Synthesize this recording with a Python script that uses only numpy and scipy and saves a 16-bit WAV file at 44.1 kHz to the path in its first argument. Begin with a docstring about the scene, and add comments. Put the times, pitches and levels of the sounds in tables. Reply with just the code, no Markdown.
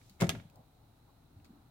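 """First a low hum with faint bumps and ticks, then a caravan's overhead locker is pushed shut close by.
The catch scrapes over its striker, the wooden door thumps on the cabinet and the catch snaps home.
Fittings rattle, the small cabin rings briefly, then faint bumps, ticks and rustles follow.
Hard parts ring as fading sine waves or short noise bursts; rustles, air and hiss are filtered noise."""
import sys
import numpy as np
from scipy import signal
from scipy.fft import rfft, irfft
from scipy.io import wavfile
from scipy.ndimage import uniform_filter1d

SR = 44100
rng = np.random.default_rng(int(sys.argv[2]) if len(sys.argv) > 2 else 0)


def to_wav(s):
    """Save 16-bit WAV."""
    ch = np.atleast_2d(s).T  # columns
    pcm = np.round(np.clip(ch, -1, 1) * 32767)  # PCM
    wavfile.write(sys.argv[1], SR, pcm.astype(np.int16))


N = 74970
t = np.arange(N) / SR
RING = t[:16384]  # time axis of one short sound, about 0.37 s
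# In all tables and settings, t60 is the time in seconds for a sound to fall by 60 dB.

# Ways the door and cabinet vibrate. Each row: pitch in Hz, level in dB, t60 in s, lean to the left in dB.
DOOR_MODES = [(92.6, -18.5, 0.43, 6), (122.7, -1, 0.14, 4.5), (170, -1.8, .13, 4), (207.7, -5.5, 0.16, 2.5),
              (340.4, -15, 0.21, 6.5), (385.4, -4, 0.073, 3.5), (568.4, 0, 0.049, 6.5), (668, -7, 0.097, 5),
              (756, -11, 0.11, 7), (905.4, -13.5, 0.12, -3), (1197, -15, 0.099, 2), (1320, -14.5, .11, 0.5)]
# Tone of the dense ring of the wooden panels. Each row: frequency in Hz, gain in dB.
PANEL_COLOUR = [(60, -26), (120, -6.5), (250, -2), (600, -4.5), (1000, -9), (1350, -1.5), (2500, -7),
                (6000, -9), (16000, -43)]
# The door meets the frame and chatters. Each row: start in s, level in dB, contact time in ms.
BLOWS = [(0.209, -38.5, 0.74), (0.2195, -23.5, 0.79), (0.2249, -16.5, 2.98), (0.2462, -26, 3.2),
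         (0.2805, -26.5, 4.7), (.2940, -37, 0.45), (0.3427, -34.5, 3.3), (.3515, -45, .6),
         (0.3849, -29.5, 18)]


def door():
    """Each blow sets the door and cabinet vibrating; a longer contact is duller."""
    panels_db, panels_t60_s = -4.5, 0.063
    rise_s, cut_hz = 0.00034, 98
    body = amp(panels_db) * burst(PANEL_COLOUR, panels_t60_s)
    for hz, db, t60, pan_db in DOOR_MODES:
        body += amp(db) * pan(pan_db) * np.cos(2 * np.pi * hz * RING) * fade(t60)
    # the blow takes a moment to spread over the door
    body = body * (1 - np.exp(-RING / rise_s))
    # a small door radiates little bass
    body = shape(body, lambda f: 1 / np.hypot(1, (cut_hz / f) ** 2))
    out = np.zeros((2, N))
    for s, db, contact_ms in BLOWS:
        corner_hz = 1000 / contact_ms
        add(out, s, amp(db) * shape(body, lambda f: 1 / (1 + (f / corner_hz) ** 2)))
    return out


# The catch snaps home and bounces. 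Each row: start in s, level in dB against the settings below.
SNAPS = [(.2928, -1.5), (0.2950, -13.5), (0.2995, -12.5), (0.3022, -16.5)]
# Tone of the sharp crack of each contact. Each row: frequency in Hz, gain in dB.
CRACK_COLOUR = [(200, -15), (1500, -5.5), (2200, -3.5), (2750, 4), (3600, -1), (4600, -0.5), (6300, 7),
                (8000, 0.5), (12000, -1), (16000, -9)]
# Tone of the plastic housing. Each row: frequency in Hz, gain in dB.
HOUSING_COLOUR = [(150, 1.5), (560, 6), (900, -7), (1650, -2), (2650, 0), (3500, 0), (4300, -9),
                  (6000, -17.5), (8000, -10.5), (11000, -14), (16000, -31)]


def snaps():
    """Each contact of the catch gives a very short crack and a longer ring of its plastic housing."""
    crack_db, crack_t60_s = -18, 0.0055
    housing_db, housing_t60_s = -28, 0.034
    out = np.zeros((2, N))
    for s, db in SNAPS:
        crack = amp(db + crack_db) * burst(CRACK_COLOUR, crack_t60_s)
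        housing = amp(db + housing_db) * burst(HOUSING_COLOUR, housing_t60_s)
        add(out, s, crack + housing)
    return out


# Ways the catch and its mounting vibrate.
# Each row: pitch in Hz, level in dB, t60 in s, lean to the left in dB.
CATCH_MODES = [(563, -34, 0.066, 6), (1265, -42, 0.059, 9), (1660, -37, 0.056, 3.5), (2020, -42, 0.083, -2),
               (2435, -36.5, 0.037, 1), (2744, -29, 0.021, 0), (3194, -38, 0.046, 4),
               (3568, -37.5, 0.034, -7)]


def catch_ring():
    """The first snap makes the catch and its mounting ring at their own pitches."""
    out = np.zeros((2, N))
    first_snap_s = SNAPS[0][0]
    for k, (hz, db, t60, pan_db) in enumerate(CATCH_MODES):
        sign = (-1) ** k  # every other mode starts the opposite way
        add(out, first_snap_s, sign * amp(db) * pan(pan_db) * mode(hz, t60))
    return out


# Small jumps of the catch over its striker.
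# Each row: start in s, level in dB, treble tilt in dB per octave above 500 Hz, t60 in s.
SCRAPES = [(.2043, -37.5, 3.5, 0.019), (.2099, -28.5, 3.5, 0.015), (.2124, -30.5, 1.5, 0.01),
           (.2175, -29.5, -4, 0.022), (.2210, -27, 0.5, 0.016), (.2275, -28.5, -6, 0.027),
           (0.2360, -38, 0, 0.016), (.2420, -37.5, 0.7, .028), (0.2686, -44.5, 1.3, 0.033)]
# Tone of the scraping catch, for jumps and crunch. Each row: frequency in Hz, gain in dB.
SCRAPE_COLOUR = [(100, -25.5), (400, 12), (900, 3.5), (1400, 2.5), (1750, 0.5), (2100, 8.5), (2700, -2),
                 (4400, -6), (5500, -4.5), (7300, -3), (10000, -9.5), (16000, -17)]


def scrapes():
    """The catch rides over its striker in small jumps, each a short burst of noise."""
    out = np.zeros((2, N))
    for s, db, tilt_db, t60 in SCRAPES:
        add(out, s, amp(db) * burst(SCRAPE_COLOUR, t60, tilt_db))
    return out


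def crunch():
    """Gritty friction of the catch between the jumps: rough noise that swells and dies away."""
    peak_s, rise_s, fall_s = 0.2188, 0.0067, 0.017
    level_db, roughness = -37, 0.45
    pressure = np.exp(np.minimum((t - peak_s) / rise_s, (peak_s - t) / fall_s))
    # smoothed noise makes the loudness flicker
    grit = uniform_filter1d(rng.standard_normal(N), size=40)
    grit = np.exp(roughness * grit / grit.std() - roughness ** 2)
    return amp(level_db) * tint(noise(N) * grit * pressure, SCRAPE_COLOUR)


# Short pinging knocks: the catch first touching its striker, loose fittings, and late clicks at the catches.
# Each row: start in s, level in dB against the settings below, lean to the left in dB, ring pitch in Hz.
KNOCKS = [(0.0143, -57, -6.5, 2350), (.2020, -38.5, 7, 2120), (0.2076, -34.5, 8, 2070),
          (0.315, -38, -7, 2220), (0.3499, -39, 5.5, 2100), (0.3533, -44, -5, 1770), (0.357, -46, -2, 2370),
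          (0.3992, -45, -4.5, 2230), (0.4988, -61.5, 0, 2550), (1.4002, -65, 6, 2700),
          (1.4470, -61, -4, 2550), (1.4546, -62, 7, 2170)]
# Tone of the noisy part of a knock. Each row: frequency in Hz, gain in dB.
KNOCK_COLOUR = [(200, 5), (600, -1), (1000, -7), (1500, -2.5), (2350, -3.5), (3200, -13), (5000, -17),
                (16000, -44)]


def knocks():
    """Each small knock of catch or fittings is a noisy clack with a short ring at one pitch."""
    clack_db, clack_t60_s = -5.5, 0.024
    ring_db, ring_t60_s = -2.5, 0.012
    out = np.zeros((2, N))
    for s, db, pan_db, hz in KNOCKS:
        clack = amp(clack_db) * burst(KNOCK_COLOUR, clack_t60_s)
        ring = amp(ring_db) * mode(hz, ring_t60_s)
        add(out, s, amp(db) * pan(pan_db) * (clack + ring))
    return out


# Light ticks of fingers on the catches.
# Each row: start in s, level in dB, treble tilt in dB per octave above 500 Hz, t60 in s.
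TICKS = [(0.0962, -52, 2.5, 0.026), (0.4996, -56, 5, 0.011), (.5580, -51.5, 7.5, 0.01),
         (1.4461, -55.5, 0, 0.016), (1.4510, -65, -0.5, 0.067)]
# Tone of a tick. Each row: frequency in Hz, gain in dB.
TICK_COLOUR = [(300, -13), (1400, -14), (2300, 3), (3400, -5.5), (4600, 4), (5800, -4.5), (7400, -0.5),
               (10000, -7), (16000, -7)]


def ticks():
    """Fingers tap the catches lightly: each tick is a short burst of noise."""
    out = np.zeros((2, N))
    for s, db, tilt_db, t60 in TICKS:
        add(out, s, amp(db) * burst(TICK_COLOUR, t60, tilt_db))
    return out


# Answer of the cabin to each pitch. Each row: frequency in Hz, gain in dB.
CABIN_COLOUR = [(50, -25), (130, -4), (400, -6.5), (1000, -5.5), (2500, -6), (6000, -11), (16000, -9.5)]


def cabin(x):
    """Near cupboard fronts answer at once; the furnished cabin adds a short tail."""
    tail_db, low_t60_s, high_t60_s, tail_rise_s = -6, 0.39, 0.37, 0.0019
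    early_db, early_t60_s, early_rise_s = -7.5, 0.063, 0.0013
    # bass and treble of the tail meet at 2000 Hz and fade separately
    low = shape(noise(len(RING)) * fade(low_t60_s), lambda f: 1 / np.hypot(1, f / 2000))
    high = shape(noise(len(RING)) * fade(high_t60_s), lambda f: 1 / np.hypot(1, 2000 / f))
    tail = (low + high) * (1 - np.exp(-RING / tail_rise_s))
    tail = shape(unit(tail), lambda f: colour(CABIN_COLOUR, f))
    early = noise(len(RING)) * fade(early_t60_s) * (1 - np.exp(-RING / early_rise_s))
    # the near fronts send back little below 500 Hz
    early = shape(unit(even(early)), lambda f: 1 / np.hypot(1, (500 / f) ** 2))
    echoes = amp(tail_db) * tail + amp(early_db) * early
    return signal.fftconvolve(x, echoes, axes=1)[:, :N]


# Soft bumps on the furniture. Each row: start in s, level in dB, pitch in Hz, t60 in s.
BUMPS = [(0.044, -52.5, 103, 0.13), (0.104, -53, 197, 0.12), (.3280, -40, 272.3, 0.16),
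         (.3740, -34, 116, 0.054), (0.451, -38.5, 154, 0.041), (0.589, -44.5, 129, 0.075),
         (0.583, -54.5, 233, 0.07), (1.361, -41.5, 100, 0.1), (1.416, -43, 90, 0.071),
         (1.5043, -37.5, 199, 0.028), (1.5320, -53, 288.4, 0.2)]


def bumps():
    """Each soft bump on the furniture is one low vibration with a gentle start."""
    out = np.zeros((2, N))
    for s, db, hz, t60 in BUMPS:
        soft_start = 1 - np.exp(-2 * hz * RING)
        add(out, s, amp(db) * mode(hz, t60) * soft_start)
    return out


# Rustles of someone moving. Each row: loudest moment in s, time from there to fall to about an
# eighth in s, level at the loudest moment in dB, centre in Hz, width in octaves.
RUSTLES = [(0.058, 0.16, -70.5, 4400, 1), (0.576, 0.075, -63, 694, 0.45), (0.817, 0.058, -73.5, 610, 0.65),
           (1.096, 0.028, -69.5, 960, 0.37), (1.536, 0.18, -74, 990, 0.51), (1.483, 0.3, -66.5, 254, 0.31)]


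def rustles():
    """Someone moving about: bands of noise that swell and fade smoothly."""
    out = np.zeros((2, N))
    for s, length, db, hz, octaves in RUSTLES:
        rub = shape(noise(N), lambda f: bell(f, hz, octaves))
        swell = np.exp(-2 * ((t - s) / length) ** 2)
        out += amp(db) * rub / rub.std() * swell
    return out


# Steady tones of the hum. Each row: pitch in Hz, level in dB.
HUM = [(37.7, -73.5), (75.4, -73.5), (113, -72), (150.7, -73.5)]


def hum():
    """A low hum: steady sine waves, each starting at a random point of its cycle."""
    return sum(amp(db) * np.sqrt(2) * np.sin(2 * np.pi * (hz * t + rng.random())) for hz, db in HUM)


# Tone of the steady air noise. Each row: frequency in Hz, gain in dB.
AIR_COLOUR = [(25, -14.5), (60, -2), (120, 2.5), (200, -9), (270, -4), (380, -13.5), (550, -17), (780, -10),
              (1050, -19), (1350, -18), (1700, -25.5), (3000, -27.5), (7000, -33), (16000, -30)]
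# How far the air noise leans to one side. Each row: frequency in Hz, lean to the left in dB.
AIR_PAN = [(250, 3), (450, 9), (750, 2), (1000, 3.5), (1400, -1.5), (6000, -.5), (9500, 1)]


def air():
    """Steady air noise on both sides, with a narrow hiss on the right."""
    air_db, hiss_hz, hiss_db = -64.5, 3970, -79.5
    left, right = amp(air_db) * tint(noise(N), AIR_COLOUR)
    # half of the lean goes to each side
    left = shape(left, lambda f: colour(AIR_PAN, f) ** .5)
    right = shape(right, lambda f: colour(AIR_PAN, f) ** -.5)
    hiss = shape(rng.standard_normal(N), lambda f: bell(f, hiss_hz, 0.13))
    return np.array([left, right + amp(hiss_db) * hiss / hiss.std()])


def amp(db):
    """Turns decibels into a gain."""
    return 10 ** (np.asarray(db) / 20)


def bins(size):
    """Frequencies of a spectrum in Hz, kept at 1 or more."""
    return np.maximum(np.fft.rfftfreq(size, 1 / SR), 1)


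def colour(points, f):
    """Gain at f, read from a curve of (Hz, dB) points."""
    hz, db = np.array(points).T
    return amp(np.interp(np.log(f), np.log(hz), db))


def bell(f, hz, octaves):
    """Gain of a smooth hump around one frequency."""
    return np.exp(-.5 * (np.log2(f / hz) / octaves) ** 2)


def noise(size):
    """White stereo noise, alike on both sides in the bass and unrelated in the treble."""
    diffuse_hz = 980  # the sides drift apart around here
    mid, side = np.exp(2j * np.pi * rng.random((2, size // 2 + 1)))
    apart = bins(size) / np.hypot(bins(size), diffuse_hz)
    spectrum = mid + np.array([[1], [-1]]) * apart * side
    x = irfft(spectrum / np.sqrt(1 + apart ** 2), size)
    return x / x.std()


def shape(x, gain):
    """Filters x by a gain for each frequency, with nothing sounding ahead of its cause."""
    size = 2 * x.shape[-1]
    # folding the cepstrum (the spectrum of the log gain) forward gives a minimum-phase filter
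    cepstrum = irfft(np.log(gain(bins(size)) + 1e-5))
    cepstrum[1:size // 2] *= 2
    cepstrum[size // 2 + 1:] = 0
    return irfft(rfft(x, size) * np.exp(rfft(cepstrum)))[..., :size // 2]


def tint(x, points, tilt_db=0):
    """Colours white sound and keeps its power."""
    def gain(f):
        return colour(points, f) * amp(tilt_db * np.log2(np.maximum(f, 500) / 500))
    return shape(x, gain) / np.sqrt(np.mean(gain(bins(len(RING))) ** 2))


def fade(t60):
    """Exponential decay by 60 dB in t60 seconds."""
    return np.exp(-np.log(1000) * RING / t60)


def mode(hz, t60):
    """One decaying vibration."""
    return np.sin(2 * np.pi * hz * RING) * fade(t60)


def even(x):
    """Levels out chance peaks and dips in the spectrum of each side, keeping its power."""
    power = np.abs(rfft(x, 2 * x.shape[-1])) ** 2
    smooth = uniform_filter1d(power, size=120, axis=1)
    return np.array([shape(side, lambda f: np.sqrt(p.mean() / p)) for side, p in zip(x, smooth)])


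def burst(points, t60, tilt_db=0):
    """Fading noise, like many close vibrations that start together and die away."""
    return tint(even(noise(len(RING)) * fade(t60)), points, tilt_db)


def unit(h):
    """Scales a stereo echo pattern to an energy of one per side on average."""
    return h / np.sqrt(np.sum(h ** 2) / 2)


def pan(db):
    """Left and right gains for a lean to the left in dB."""
    return amp(np.array([[db], [-db]]) / 2)


def add(out, s, x):
    """Mixes x into out, starting at s seconds."""
    i = max(int(s * SR), 0)
    out[:, i:i + x.shape[-1]] += x[..., :N - i]


# Tone of the right microphone against the left. Each row: frequency in Hz, gain in dB.
RIGHT_MIC = [(100, 1), (700, 2), (1500, 2), (2400, 0.5), (3700, 6), (6000, -1.5), (7200, -5.5), (8400, -18),
             (10300, -17), (12000, -8.5), (16000, -26)]


def scene():
    """The locker in its cabin, heard by two unlike microphones, plus movement and background."""
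    near = door() + crunch() + scrapes() + snaps() + knocks() + ticks()
    left, right = near + catch_ring() + cabin(near)
    right = shape(right, lambda f: colour(RIGHT_MIC, f))
    return np.array([left, right]) + bumps() + rustles() + hum() + air()


def record(dry):
    """The recorder cuts the treble steeply above 16000 Hz."""
    top_cut = signal.ellip(10, .2, 80, 16000, fs=SR, output="sos")
    return signal.sosfilt(top_cut, dry)


dry = scene()
out = record(dry)
to_wav(out)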